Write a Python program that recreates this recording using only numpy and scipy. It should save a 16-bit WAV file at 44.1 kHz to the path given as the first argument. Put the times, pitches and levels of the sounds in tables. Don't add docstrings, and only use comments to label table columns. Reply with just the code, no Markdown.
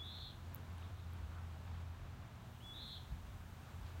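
import sys
import numpy as np
from scipy import signal
from scipy.fft import rfft, irfft
from scipy.io import wavfile
from scipy.ndimage import uniform_filter1d

SR = 44100
rng = np.random.default_rng(int(sys.argv[2]) if len(sys.argv) > 2 else 0)


def generate_wav(signal):
    frames = np.transpose(np.atleast_2d(signal))
    scaled = np.clip(frames, -1, 1) * 32767
    pcm = np.round(scaled).astype(np.int16)
    wavfile.write(sys.argv[1], SR, pcm)


N = 176400

# (frequency [Hz], relative spectral level [dB])
WASH_SPECTRUM = [(15, -47), (25, -5), (53, -7), (71, -7), (86, -2.5), (96, -4.5), (110, -14.5), (125, -12),
                 (143, -18), (173, -14.5), (198, -19.5), (239, -21), (273, -23.5), (313, -25.5), (507, -30),
                 (700, -26.5), (780, -26), (1110, -27.5), (1610, -30.5), (1890, -34.5), (3710, -38.5),
                 (4980, -45), (6880, -46), (10300, -52.5), (15400, -50)]
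# (time [s], gain [dB])
RUMBLE_RIDE = [(0, -9.5), (1.0, -3), (1.7, -5), (2.5, -5), (3.3, 3), (3.65, -15), (4, -3)]
MIDDLE_RIDE = [(0, -0.2), (.7, 0), (1.3, 0), (1.8, 0.9), (2.6, -0.5), (3.3, -0.26), (4, 0)]
HISS_RIDE = [(0, 1), (2.3, -1.5), (2.7, 3.5), (3.2, 2), (3.6, 2.5), (4, 3)]
# (time [s], level [dB])
ENGINE_RIDE = [(0.0, -59), (0.87, -49.5), (1.93, -50), (1.99, -62.5), (2.9, -61), (3.14, -54), (3.69, -72),
               (3.74, -56.5), (4.0, -49.5)]
# (pitch [Hz], level [dB])
ENGINE_HUMS = [(114, -63.5), (131, -66.5), (231, -74)]
# (time of the break into the rasp [s], whistle gain [dB], rasp gain [dB], rasp length [s])
CALLS = [(0.026, -54, -54.5, 0.29), (2.73, -57, -53.5, .263)]
# (delay [s], gain [dB])
TREE_ECHOES = [(.004985, -7), (.01173, -14), (.078, -17)]
# (time [s], peak gain [dB], pitch [Hz], half width [s])
DRY_TICKS = [(.5385, -54, 14100, 0.00008), (.5473, -31, 15400, .00017), (.5473, -44, 12100, 0.00011),
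             (.5473, -51, 7300, 0.000088), (.5583, -45, 13500, .00009), (.5594, -43, 13000, 0.00008),
             (.7306, -60, 12000, .0001), (.7829, -56, 9700, 0.00027), (.7829, -54, 3250, .0003),
             (.8255, -52.5, 2780, 0.00066), (1.1353, -47, 12800, 0.000055)]
LOW_BUMPS = [(1.245, -45.5, 65, 0.029), (1.745, -50, 54, 0.023), (2.02, -49, 40.7, 0.026),
             (3.122, -35.5, 63.4, 0.0093), (3.126, -44.5, 134, 0.0073), (3.28, -48, 53.5, 0.019),
             (3.82, -44.5, 55, 0.016)]
# (time [s], level [dB], centre [Hz], bandwidth [Hz], half width [s])
FAR_CHIRPS = [(.845, -69.5, 3630, 700, .03), (1.004, -73, 3740, 800, 0.049), (1.37, -63, 1240, 596, 0.039),
              (2.69, -79, 7860, 160, 0.019), (2.88, -73.5, 8650, 350, 0.015)]
SOFT_RUSTLES = [(2.555, -71, 3060, 900, 0.02), (3.87, -70, 3570, 3000, 0.035)]

WASH_DB, WASH_FLICKER_DB = -52, 0.81
SIZZLE_HZ, SIZZLE_WIDTH_HZ, SIZZLE_DB = 13900, 1700, -99.5
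FIRING_HZ, ENGINE_TRIM_DB, OCTAVE_DB = 85.13, 0.8, -28.5

WHISTLE_HZ, SCOOP_HZ, SCOOP_S, LEAD_S = 3404, 473, .017, .128
WHISTLE_RISE_DB, WHISTLE_TAIL_DB, WHISTLE_FADE_S = 10, -10, .08
WAVER, ONSET_WAVER, FLUTTER, ONSET_FLUTTER, SETTLE_S = .002, .01, .1, .55, .04

TRILL_HZ, TRILL_JITTER, BEAT_DEPTH = 117, .06, .45
RASP_LOW_HZ, TOP_START_HZ, TOP_HZ, WIDEN_S = 3450, 3700, 4360, .078
LOW_SAG_HZ, TOP_SAG_HZ, SAG_DB, SAG_S = 290, 170, 4, .04
CREST_DB, THIRD_DB = -3, -22
SLOP_HZ, RAGGED_HZ, RAGGED_DB = 25, 60, 3
RASP_ATTACK_S, SWELL_DB, SWELL_S, RASP_RELEASE_S = .014, 3, .03, .034

TREES_DB, TREES_T60_S = -11.5, .7
LOW_CUT_HZ, HIGH_CUT_HZ = 34, 15850


def undb(db):
    return 10 ** (np.asarray(db) / 20)


def curve(rows, t):
    return np.interp(t, *np.array(rows).T)


def drift(rate_hz):
    hold = max(int(SR / rate_hz), 1)
    steps = np.repeat(rng.standard_normal(N // hold + 1), hold)
    return 1.3 * uniform_filter1d(uniform_filter1d(steps, hold), hold)[:N]


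def noise(spectrum):
    coloured = irfft(rfft(rng.standard_normal(N)) * spectrum, N)
    return coloured / np.sqrt(np.mean(coloured ** 2) + 1e-24)


def noise_band(f, centre_hz, width_hz):
    return noise(np.exp(-2 * ((f - centre_hz) / width_hz) ** 2))


def tone(hz):
    return np.sqrt(2) * np.sin(2 * np.pi * np.cumsum(hz) / SR)


def town_wash(t, f):
    points_hz, points_db = np.array(WASH_SPECTRUM).T
    colour = undb(np.interp(np.log(f + 1), np.log(points_hz), points_db))
    air = rfft(noise(colour))
    low = 1 / (1 + (f / 70) ** 4)
    high = 1 - 1 / (1 + (f / 6000) ** 4)
    hiss_db = curve(HISS_RIDE, t)
    bands = [(low, curve(RUMBLE_RIDE, t) + 2 * drift(7.44)),
             (1 - low - high, curve(MIDDLE_RIDE, t) + WASH_FLICKER_DB * drift(14)),
             (high, hiss_db)]
    sizzle = undb(SIZZLE_DB + hiss_db) * noise_band(f, SIZZLE_HZ, SIZZLE_WIDTH_HZ)
    return sizzle + undb(WASH_DB) * sum(irfft(air * band, N) * undb(db) for band, db in bands)


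def engine(t):
    hz = FIRING_HZ * (1 + .0053 * drift(3.98))
    level = undb(curve(ENGINE_RIDE, t) + ENGINE_TRIM_DB + drift(12.48))
    firing = tone(hz) + undb(OCTAVE_DB) * tone(2 * hz)
    hums = sum(undb(db + 2 * drift(6)) * tone(hum_hz * (1 + .0118 * drift(8)))
               for hum_hz, db in ENGINE_HUMS)
    return level * firing + hums


def whistle(since_break):
    age = np.maximum(since_break + LEAD_S, 0)
    unsteady = np.exp(-age / SETTLE_S)
    scoop = SCOOP_HZ * np.exp(-(age / SCOOP_S) ** 2 / 2)
    waver = 1 + (WAVER + ONSET_WAVER * unsteady) * drift(400)
    rise = undb(WHISTLE_RISE_DB * np.minimum(since_break, 0) / LEAD_S) * np.clip(age / .006, 0, 1)
    tail = undb(WHISTLE_TAIL_DB) * np.exp(-(since_break / WHISTLE_FADE_S) ** 2 / 2)
    envelope = uniform_filter1d(np.where(since_break < 0, rise, tail), size=180)
    flutter = 1 + (FLUTTER + ONSET_FLUTTER * unsteady) * drift(300)
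    return envelope * flutter * tone((WHISTLE_HZ - scoop) * waver)


def rasp(since_break, length):
    age = np.maximum(since_break, 0)
    trill_hz = (since_break > 0) * TRILL_HZ * (1 + TRILL_JITTER * drift(120))
    cycle = 2 * np.pi * np.cumsum(trill_hz) / SR
    swing = (1 - np.cos(cycle)) / 2
    sag = np.exp(np.minimum(age - length, 0) / SAG_S)
    low = RASP_LOW_HZ - LOW_SAG_HZ * sag
    top = TOP_HZ + (TOP_START_HZ - TOP_HZ) * np.exp(-age / WIDEN_S) - TOP_SAG_HZ * sag
    ragged = np.minimum(age / length, 1)
    hz = low + (top - low) * swing + (SLOP_HZ + RAGGED_HZ * ragged) * drift(1400)
    voice = tone(hz) + undb(THIRD_DB) * swing ** 2 * tone(3 * hz)
    attack = np.clip(since_break / RASP_ATTACK_S, 0, 1)
    effort = undb(-SWELL_DB * np.exp(-age / SWELL_S) - SAG_DB * sag)
    release = (1 - np.tanh((age - length) / RASP_RELEASE_S)) / 2
    beat = (1 - BEAT_DEPTH * np.sin(cycle)) * undb(CREST_DB * swing)
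    grit = undb(RAGGED_DB * ragged * drift(750))
    return attack * effort * release * beat * grit * voice


def bird(t):
    return sum(undb(whistle_db) * whistle(t - at) + undb(rasp_db) * rasp(t - at, length)
               for at, whistle_db, rasp_db, length in CALLS)


def trees(calls, t):
    near = calls + sum(undb(db) * np.interp(t - delay, t, calls, left=0) for delay, db in TREE_ECHOES)
    scatter = rng.standard_normal(N) * undb(-60 * t / TREES_T60_S) * np.clip(t / .0068, 0, 1)
    tail = signal.fftconvolve(near, scatter / np.linalg.norm(scatter))[:N]
    return near + undb(TREES_DB) * tail


def ticks_or_bumps(rows):
    out = np.zeros(N)
    for (at, db, hz, width), phase in zip(rows, rng.random(len(rows))):
        span = np.arange(max(int((at - 5 * width) * SR), 0), min(int((at + 5 * width) * SR) + 1, N))
        since_peak = span / SR - at
        envelope = undb(db) * np.exp(-.5 * (since_peak / width) ** 2)
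        out[span] += envelope * np.cos(2 * np.pi * (hz * since_peak + phase))
    return out


def chirps_or_rustles(rows, t, f):
    return sum(undb(db) * np.exp(-.5 * ((t - at) / half_width) ** 2) * noise_band(f, hz, bandwidth)
               for at, db, hz, bandwidth, half_width in rows)


def scene():
    t, f = np.arange(N) / SR, np.arange(N // 2 + 1) * SR / N
    bursts = ticks_or_bumps(DRY_TICKS) + ticks_or_bumps(LOW_BUMPS)
    swells = chirps_or_rustles(FAR_CHIRPS, t, f) + chirps_or_rustles(SOFT_RUSTLES, t, f)
    return (trees(bird(t), t) + bursts + swells + engine(t) + town_wash(t, f))[None]


def record(dry):
    low_cut = signal.butter(4, LOW_CUT_HZ, "high", fs=SR, output="sos")
    high_cut = signal.ellip(8, .1, 50, HIGH_CUT_HZ, fs=SR, output="sos")
    return signal.sosfiltfilt(high_cut, signal.sosfilt(low_cut, dry))


dry = scene()
out = record(dry)
generate_wav(out)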